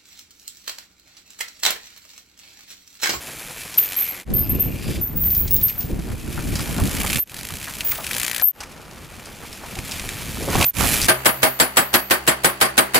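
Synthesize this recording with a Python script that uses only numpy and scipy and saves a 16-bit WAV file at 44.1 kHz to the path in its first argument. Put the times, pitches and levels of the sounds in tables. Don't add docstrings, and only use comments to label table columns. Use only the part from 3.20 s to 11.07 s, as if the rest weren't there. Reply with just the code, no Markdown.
import sys
import numpy as np
from scipy import signal
from scipy.fft import rfft, irfft, next_fast_len
from scipy.io import wavfile

SR = 44100
rng = np.random.default_rng(int(sys.argv[2]) if len(sys.argv) > 2 else 0)


def unload_wav(signal):
    wavfile.write(
        sys.argv[1],
        SR,
        np.round(np.clip(np.atleast_2d(signal).T, -1, 1) * 32767).astype(np.int16),
    )


N = 347056
T = np.arange(N) / SR

# (time [s], pawl clicks [1/s], crispness [0 scattered wash to 1 direct clicks])
COASTING = [(.5, 112.7, .35), (.75, 89.4, .85), (.98, 90.1, .45), (1.7, 113.1, .3), (2.3, 66.1, .2),
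            (3.3, 60.9, .35), (3.72, 52, .6), (3.98, 81.3, .68), (4.12, 38.2, .75), (4.47, 76.1, .5),
            (4.85, 31.1, .3), (4.95, 60.9, .86), (5.2, 59.9, .8), (5.5, 90, .05), (5.95, 92, .45),
            (6.55, 125, .15), (7.1, 112, .45), (7.7, 116, .5)]
# (start [s], quietest [s], end [s], first drop [dB], lowest level [dB])
LEVEL_DIPS = [(0.992, 1.049, 1.106, -0.5, -45), (3.996, 4.054, 4.14, -18.5, -40),
              (5.227, 5.325, 5.41, -16.5, -43), (7.45, 7.531, 7.604, -16.5, -45)]


def pawls(jitter_teeth=.025):
    per_s, _ = in_time(COASTING)
    teeth = np.maximum.accumulate(np.floor(np.cumsum(per_s) / SR + jitter_teeth * drift(30)))
    strength = from_db(1.7 * rng.standard_normal(N))
    return rms_one(np.diff(teeth, prepend=teeth[0]) * strength / np.sqrt(per_s))


def freehub(clicks, level_db, treble_db, shell_share):
    # (frequency [Hz], level [dB])
    spectrum = [(800, -14), (1200, -10.5), (1700, -5), (2400, -2), (3200, -4), (5500, -6), (8200, -6),
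                (11800, -4), (15100, -10.5), (16000, -34)]
    # (frequency [Hz], width [Hz], level [dB])
    shell_modes = [(1820, 96, -3), (2363, 140, 3), (2600, 120, -3.5), (3200, 190, -14), (7370, 330, -3),
                   (10170, 820, -3), (11600, 330, -11)]
    # (middle [s], length [s], change [dB])
    buzz_swells = [(.75, 0.44, 6), (1.4, 1, 4), (1.72, 0.39, 10), (1.88, 0.26, -10.5), (2.85, 0.96, -3.5),
                   (3.3, 0.41, 2.5), (4.2, 0.6, 3.5), (4.64, .3, -5), (4.82, .3, -8), (5.62, 0.98, -2.5),
                   (6.74, 0.59, 3.5), (7.22, 0.41, -4)]
    _, crisp = in_time(COASTING)
    age = np.arange(SR // 40) / SR
    answer = rng.standard_normal(len(age)) * np.exp(-age / 0.0018)
    wheel = rms_one(signal.fftconvolve(clicks, answer)[:N])
    rattle = rms_one(die_away(clicks, decay_s=0.0029) * stereo_noise(side_db=-18.5))
    wash = stereo_noise(side_db=-16.5) * from_db(2.34 * drift(44))
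    direct = rms_one(0.24 * clicks + 0.69 * wheel + rattle)
    buzz = np.sqrt(crisp) * direct + np.sqrt(1 - crisp) * wash
    shell = sum(from_db(db) * resonate(buzz, hz, width) for hz, width, db in shell_modes)
    buzz = shelf(colour(buzz + shell_share * shell, spectrum), 6600, treble_db)
    return from_db(level_db + swells_db(buzz_swells)) * buzz


def tyres(level_db, bumps_db=1.63, grit_db=-8.5):
    # (frequency [Hz], level [dB])
    spectrum = [(150, -1.5), (400, -3.5), (700, -3.5), (1050, -6), (1300, -6), (2500, -13.5)]
    # (middle [s], length [s], change [dB])
    skids = [(1.25, 0.46, 1.5), (2.3, 1.5, -1.5), (3.5, 0.68, 6), (5.7, 2.4, 1), (7.1, 0.39, -6),
             (7.37, 0.21, 5.5), (7.64, 0.12, 8)]
    crunch = rms_one(die_away(grains(500, spread_db=3), decay_s=0.0013) * stereo_noise(side_db=-10))
    grit = die_away(grains(280, spread_db=4), decay_s=0.00078) * stereo_noise(side_db=-9)
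    grit = rms_one(band(grit, 1300, 8000))
    gain = from_db(level_db + swells_db(skids) + bumps_db * drift(18.7))
    rush = colour(0.65 * crunch + 0.76 * stereo_noise(side_db=-9.5), spectrum)
    return gain * (rush + from_db(grit_db) * grit)


def brakes(fade, flutter_db=3, attack_s=0.0016, waver_hz=200):
    # (time [s], length [s], start pitch [Hz], end pitch [Hz], level [dB])
    squeals = [(.574, 0.021, 12700, 14130, -8), (.587, .016, 13900, 12860, -14),
               (.763, 0.039, 12560, 13100, -15.5), (.801, 0.033, 13500, 12450, -16),
               (0.882, 0.022, 12760, 12400, -23), (1.136, 0.092, 13140, 13300, -16),
               (1.293, .018, 13050, 13340, -14.5), (1.394, 0.027, 13050, 13500, -14.5),
               (1.812, .038, 13900, 14200, -16.5), (1.957, 0.085, 15500, 14730, -21),
               (2.01, 0.22, 14220, 14240, -16), (2.165, .06, 14900, 15500, -16.5),
               (2.306, .083, 15550, 15400, -14.5), (2.426, 0.044, 13400, 12870, -12.5),
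               (2.578, .026, 14950, 14700, -18), (3.987, 0.052, 13000, 13400, -17.5),
               (4.643, 0.088, 15100, 15300, -17.5), (5.221, 0.092, 12620, 13700, -11.5),
               (7.448, 0.062, 13950, 14300, -13)]
    direct = np.zeros(N)
    waver, grip = drift(480), from_db(flutter_db * drift(130))
    for s, length, start_hz, end_hz, level_db in squeals:
        at = np.arange(round(s * SR), min(N, round((s + length) * SR)))
        progress = np.linspace(0, 1, len(at))
        hz = start_hz + (end_hz - start_hz) * progress + waver_hz * waver[at]
        attack = 1 - np.exp(-progress * length / attack_s)
        bite = attack * np.sqrt(np.abs(np.sin(np.pi * progress ** 0.48)))
        direct[at] += from_db(level_db) * bite * grip[at] * np.sin(2 * np.pi * np.cumsum(hz) / SR)
    echo = 0.86 * fade * woodland_echo(fade * direct)
    return signal.sosfilt(signal.butter(8, 11800, "high", fs=SR, output="sos"), direct + echo + 1e-18)


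def drivetrain_clacks(ring_hz=2450, width_hz=500, ring_spread=0.093, decay_s=0.0055):
    # (time [s], level [dB])
    clacks = [(.585, -16), (2.498, -26), (2.625, -32), (3.771, -21), (3.813, -20), (3.87, -18.5),
              (3.9, -16.5), (3.93, -16), (3.958, -18), (4.607, -18), (4.717, -21), (4.842, -20.5),
              (4.874, -22.5), (4.911, -22), (4.941, -20), (5.002, -21), (5.044, -19.5), (5.433, -27.5),
              (6.554, -27.5), (6.588, -25.5), (6.693, -27), (6.719, -21.5), (6.796, -23), (6.89, -21),
              (7.355, -19), (7.412, -12), (7.425, -10.5), (7.442, -11.5)]
    out, noise = np.zeros((2, N)), stereo_noise(side_db=-13) * from_db(2.5 * drift(400))
    age = np.arange(SR // 20) / SR
    for (s, level_db), detune in zip(clacks, rng.standard_normal(len(clacks))):
        at = round(s * SR) + np.arange(len(age))
        burst = noise[:, at] * np.exp(-age / decay_s)
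        hz = ring_hz * np.exp(ring_spread * detune)
        out[:, at] += from_db(level_db) * band(burst + 2.3 * resonate(burst, hz, width_hz), hz / 2, 10300)
    return out


def dull_thuds(attack_s=0.0018, band_ratio=1.51):
    # (time [s], level [dB], centre [Hz], decay [s])
    thuds = [(1.685, -24.5, 297, 0.02), (2.697, -26, 258, 0.037), (3.175, -30, 1100, .025),
             (3.393, -25, 1200, 0.01), (3.584, -24, 950, 0.019), (3.838, -19.5, 1010, 0.0089),
             (4.298, -32, 1150, 0.011), (4.472, -29, 1240, 0.023), (4.72, -32, 1200, .025),
             (4.783, -29, 845, 0.027), (5.22, -25, 1000, .006), (5.404, -29.5, 1100, 0.024),
             (6.433, -33.5, 810, 0.028), (6.566, -32, 650, 0.021), (7.2, -27, 400, .04),
             (7.273, -21, 400, .025), (7.304, -28, 850, .04), (7.351, -6.5, 650, .005),
             (7.404, -18.5, 790, 0.048)]
    out, noise = np.zeros((2, N)), stereo_noise(side_db=-12.5) * from_db(2 * drift(150))
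    age = np.arange(SR // 5) / SR
    for s, level_db, hz, decay_s in thuds:
        at = round(s * SR) + np.arange(len(age))
        puff = rms_one(band(noise[:, at], hz / band_ratio, hz * band_ratio))
        out[:, at] += from_db(level_db) * puff * (1 - np.exp(-age / attack_s)) * np.exp(-age / decay_s)
    return out


def twigs(ring_hz=5000, width_hz=1500, crack_s=0.0018, splinter_s=0.012):
    # (time [s], level [dB])
    snaps = [(0.408, -33), (.541, -29), (2.104, -32.5), (2.147, -29), (2.275, -30.5), (2.311, -27),
             (2.363, -29), (2.413, -26), (2.481, -29), (2.607, -27.5), (3.355, -16.5), (3.393, -22.5),
             (4.185, -27), (5.405, -26.5), (6.056, -30.5), (6.328, -27.5), (6.712, -18.5), (7.816, -10),
             (7.836, -15)]
    cracks, splinters = np.zeros(N), 0.4 * grains(500, spread_db=2)
    for s, level_db in snaps:
        at = round(s * SR)
        cracks[at] += from_db(level_db)
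        dying = np.exp(-np.minimum(T[:N - at] / splinter_s, 20))
        cracks[at:] += from_db(level_db) * splinters[at:] * dying
    burst = die_away(cracks, crack_s) * stereo_noise(side_db=-16)
    direct = band(burst + resonate(burst, ring_hz, width_hz), ring_hz / 2, ring_hz * 2)
    return direct + 0.38 * woodland_echo(direct.mean(0))


def wheel_whirr(clicks, distance_db):
    # (start [s], end [s], start pitch [Hz], end pitch [Hz], level [dB])
    whirrs = [(0.679, 1.079, 2345, 2035, -38.5), (1.14, 1.3, 4620, 5150, -45.5),
              (1.2, 1.82, 2650, 2590, -41), (1.65, 1.8, 3450, 3550, -42), (1.58, 1.81, 4790, 4890, -41.5),
              (5.03, 5.242, 2150, 1650, -29.5)]
    direct = from_db(distance_db)
    ticks = rms_one(die_away(clicks * rng.standard_normal(N), decay_s=.001))
    shake = direct * ticks + np.sqrt(1 - direct ** 2) * drift(260)
    out = np.zeros(N)
    for start, end, start_hz, end_hz, level_db in whirrs:
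        at = np.arange(round(start * SR), round(end * SR))
        swell = np.sqrt(np.abs(np.sin(np.linspace(0, np.pi, len(at)))))
        phase = 2 * np.pi * np.cumsum(np.linspace(start_hz, end_hz, len(at))) / SR
        out[at] += from_db(level_db) * swell * shake[at] * np.sin(phase)
    return out


def wind(level_db, buffet_db=2.5, small_eddies_hz=150):
    # (frequency [Hz], level [dB])
    spectrum = [(20, 0.5), (60, 2.5), (120, -0.5), (208, -4.5), (350, -11), (690, -25.5), (1000, -34)]
    # (middle [s], length [s], change [dB])
    gusts = [(1.16, 0.24, 8.5), (1.35, 0.3, 4), (1.5, .12, 4), (1.72, 0.11, 4.5), (1.88, 0.14, -6),
             (1.96, 0.13, 6), (2.22, 0.6, 3), (2.54, .26, -12), (2.73, 0.12, 3), (3.01, 0.13, -6.5),
             (3.35, 1, 2), (3.62, 0.16, 7.5), (4.34, 0.11, 7), (5.15, 0.38, -7), (6.58, 0.23, 7),
             (7.38, 0.17, 7.5), (7.66, 0.24, 4)]
    # (middle [s], length [s], change above the rumble [dB])
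    smooth_spells = [(2.18, 0.73, -6.5)]
    mid, side = rng.standard_normal((2, N))
    eddies = mid + from_db(-5.5) * band(side, 83, 1050) * [[1], [-1]]
    rumble = colour(band(eddies, 27.4, 1360), spectrum)
    gain = from_db(level_db + swells_db(gusts) + buffet_db * drift(28))
    return gain * shelf(rumble, small_eddies_hz, swells_db(smooth_spells))


def woodland_echo(x, t60_s=0.29):
    age = np.arange(SR * 3 // 4) / SR
    mid, side = rng.standard_normal((2, len(age)))
    tail = (mid + from_db(-29) * side * [[1], [-1]]) * from_db(-60 * age / t60_s) * (age > .004)
    return signal.fftconvolve(x[None], tail / np.sqrt(np.sum(tail[0] ** 2)), axes=1)[:, :N]


def dip_gain():
    corners = []
    for start, low, end, drop_db, depth_db in LEVEL_DIPS:
        corners += [(start - .004, 0), (start + 0.0012, drop_db), (low, depth_db), (end, 0)]
    s, level_db = np.transpose(corners)
    return np.interp(T, s, from_db(level_db))


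def nearness_db(along_m, nearest_m):
    return 20 * np.log10(nearest_m / np.hypot(along_m, nearest_m))


def together_db(a_db, b_db):
    return 20 * np.log10(np.hypot(from_db(a_db), from_db(b_db)))


def swells_db(rows):
    t = T[::64]
    level_db = sum(db * np.cos(np.pi * np.clip((t - s) / length, -.5, .5)) ** 2 for s, length, db in rows)
    return np.interp(T, t, level_db)


def in_time(rows):
    s, *columns = np.transpose(rows)
    return [np.interp(T, s, c) for c in columns]


def drift(rate_hz):
    step, settle = 40, 2000
    r = np.exp(-2 * np.pi * rate_hz * step / SR)
    slow = signal.lfilter([1], [1, -2 * r, r * r], rng.standard_normal(N // step + settle + 2))[settle:]
    return np.interp(np.arange(N) / step, np.arange(len(slow)), rms_one(slow))


def stereo_noise(side_db):
    mid, side = rng.standard_normal((2, N))
    return rms_one(mid + from_db(side_db) * side * [[1], [-1]])


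def grains(per_s, spread_db):
    return (rng.random(N) < per_s / SR) * from_db(spread_db * np.minimum(rng.exponential(1, N), 4))


def die_away(x, decay_s):
    return signal.lfilter([1], [1, -np.exp(-1 / (decay_s * SR))], x + 1e-18)


def resonate(x, hz, width_hz):
    r = np.exp(-np.pi * width_hz / SR)
    feedback = [1, -2 * r * np.cos(2 * np.pi * hz / SR), r * r]
    return signal.lfilter(np.array([1, 0, -1]) * (1 - r * r) / 2, feedback, x + 1e-18)


def colour(x, spectrum, skirt_db_per_octave=15):
    hz, level_db = np.transpose(spectrum)
    size = next_fast_len(N + SR // 10)
    octave, known = np.log2(np.maximum(np.arange(size // 2 + 1) * SR / size, 1)), np.log2(hz)
    outside = np.abs(octave - np.clip(octave, known[0], known[-1]))
    gain = from_db(np.interp(octave, known, level_db) - skirt_db_per_octave * outside)
    return rms_one(irfft(rfft(x, size) * gain, size)[..., :N])


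def band(x, low_hz, high_hz):
    return signal.sosfilt(signal.butter(2, [low_hz, high_hz], "band", fs=SR, output="sos"), x + 1e-18)


def shelf(x, edge_hz, change_db):
    top = signal.sosfiltfilt(signal.butter(2, edge_hz, "high", fs=SR, output="sos"), x)
    return x - top + from_db(change_db) * top


def widen(x, width_db):
    return x.mean(0) + from_db(width_db) * (x - x.mean(0))


def from_db(db):
    return 10 ** (np.asarray(db) / 20)


def rms_one(x):
    return x / np.sqrt(np.mean(x ** 2) + 1e-20)


def scene(speed_m_per_s=5.06, front_lead_s=0.064, far_tyres_db=-46, treble_loss_db_per_db=0.19):
    # (nearest at [s], nearest distance [m], freehub when nearest [dB],
    # tyres when nearest [dB], draught when nearest [dB], breeze [dB], freehub treble [dB], width [dB],
    # left minus right coming [dB], left minus right going [dB], hub shell ring [gain])
    passes = [(-3, 8.1, -28.6, -37.5, -55, -50.5, 0.59, -6.5, -5.5, 0.9, 0.67),
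              (4, 1.21, -26, -36.5, -33, -28, 1.34, 2, 1, -5, 0.62),
              (5, 1.06, -25, -42, -56, -41, 1.1, 0, -1, 8, 0.33),
              (7.5, 0.73, -21.5, -29, -25, -50.5, -0.33, -1, 0.5, -6, 0.43),
              (7.71, 0.58, -20.5, -29, -25, -44, 1.8, 1.5, -10.5, 4, 0.59)]
    current = np.searchsorted([low for _, low, *_ in LEVEL_DIPS], T)
    (nearest_s, nearest_m, hub_db, tyre_db, draught_db, breeze_db,
     treble_db, width_db, coming_db, going_db, shell_share) = np.array(passes)[current].T
    along_m = speed_m_per_s * (T - nearest_s)
    rear_db = nearness_db(along_m, nearest_m)
    front_db = nearness_db(along_m + speed_m_per_s * front_lead_s, nearest_m)
    pan_db = coming_db + (going_db - coming_db) * (.5 + np.arctan2(along_m, nearest_m) / np.pi)
    fade = dip_gain()
    rolling = tyres(together_db(tyre_db + front_db, far_tyres_db))
    clicks = pawls()
    hub = freehub(clicks, hub_db + rear_db, treble_db + treble_loss_db_per_db * rear_db, shell_share)
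    air = wind(together_db(draught_db + front_db, breeze_db))
    riding = rolling + hub + wheel_whirr(clicks, rear_db) + drivetrain_clacks() + twigs() + dull_thuds()
    passing = widen(fade * riding + brakes(fade), width_db)
    return passing * from_db(pan_db * np.array([[.5], [-.5]])) + widen(fade * air, width_db)


def record(dry, cutoff_hz=16100):
    rounded = 1.19 * np.tanh(dry / 1.223)
    return signal.sosfilt(signal.ellip(10, .1, 80, cutoff_hz, fs=SR, output="sos"), rounded)


dry = scene()
out = record(dry)
unload_wav(out)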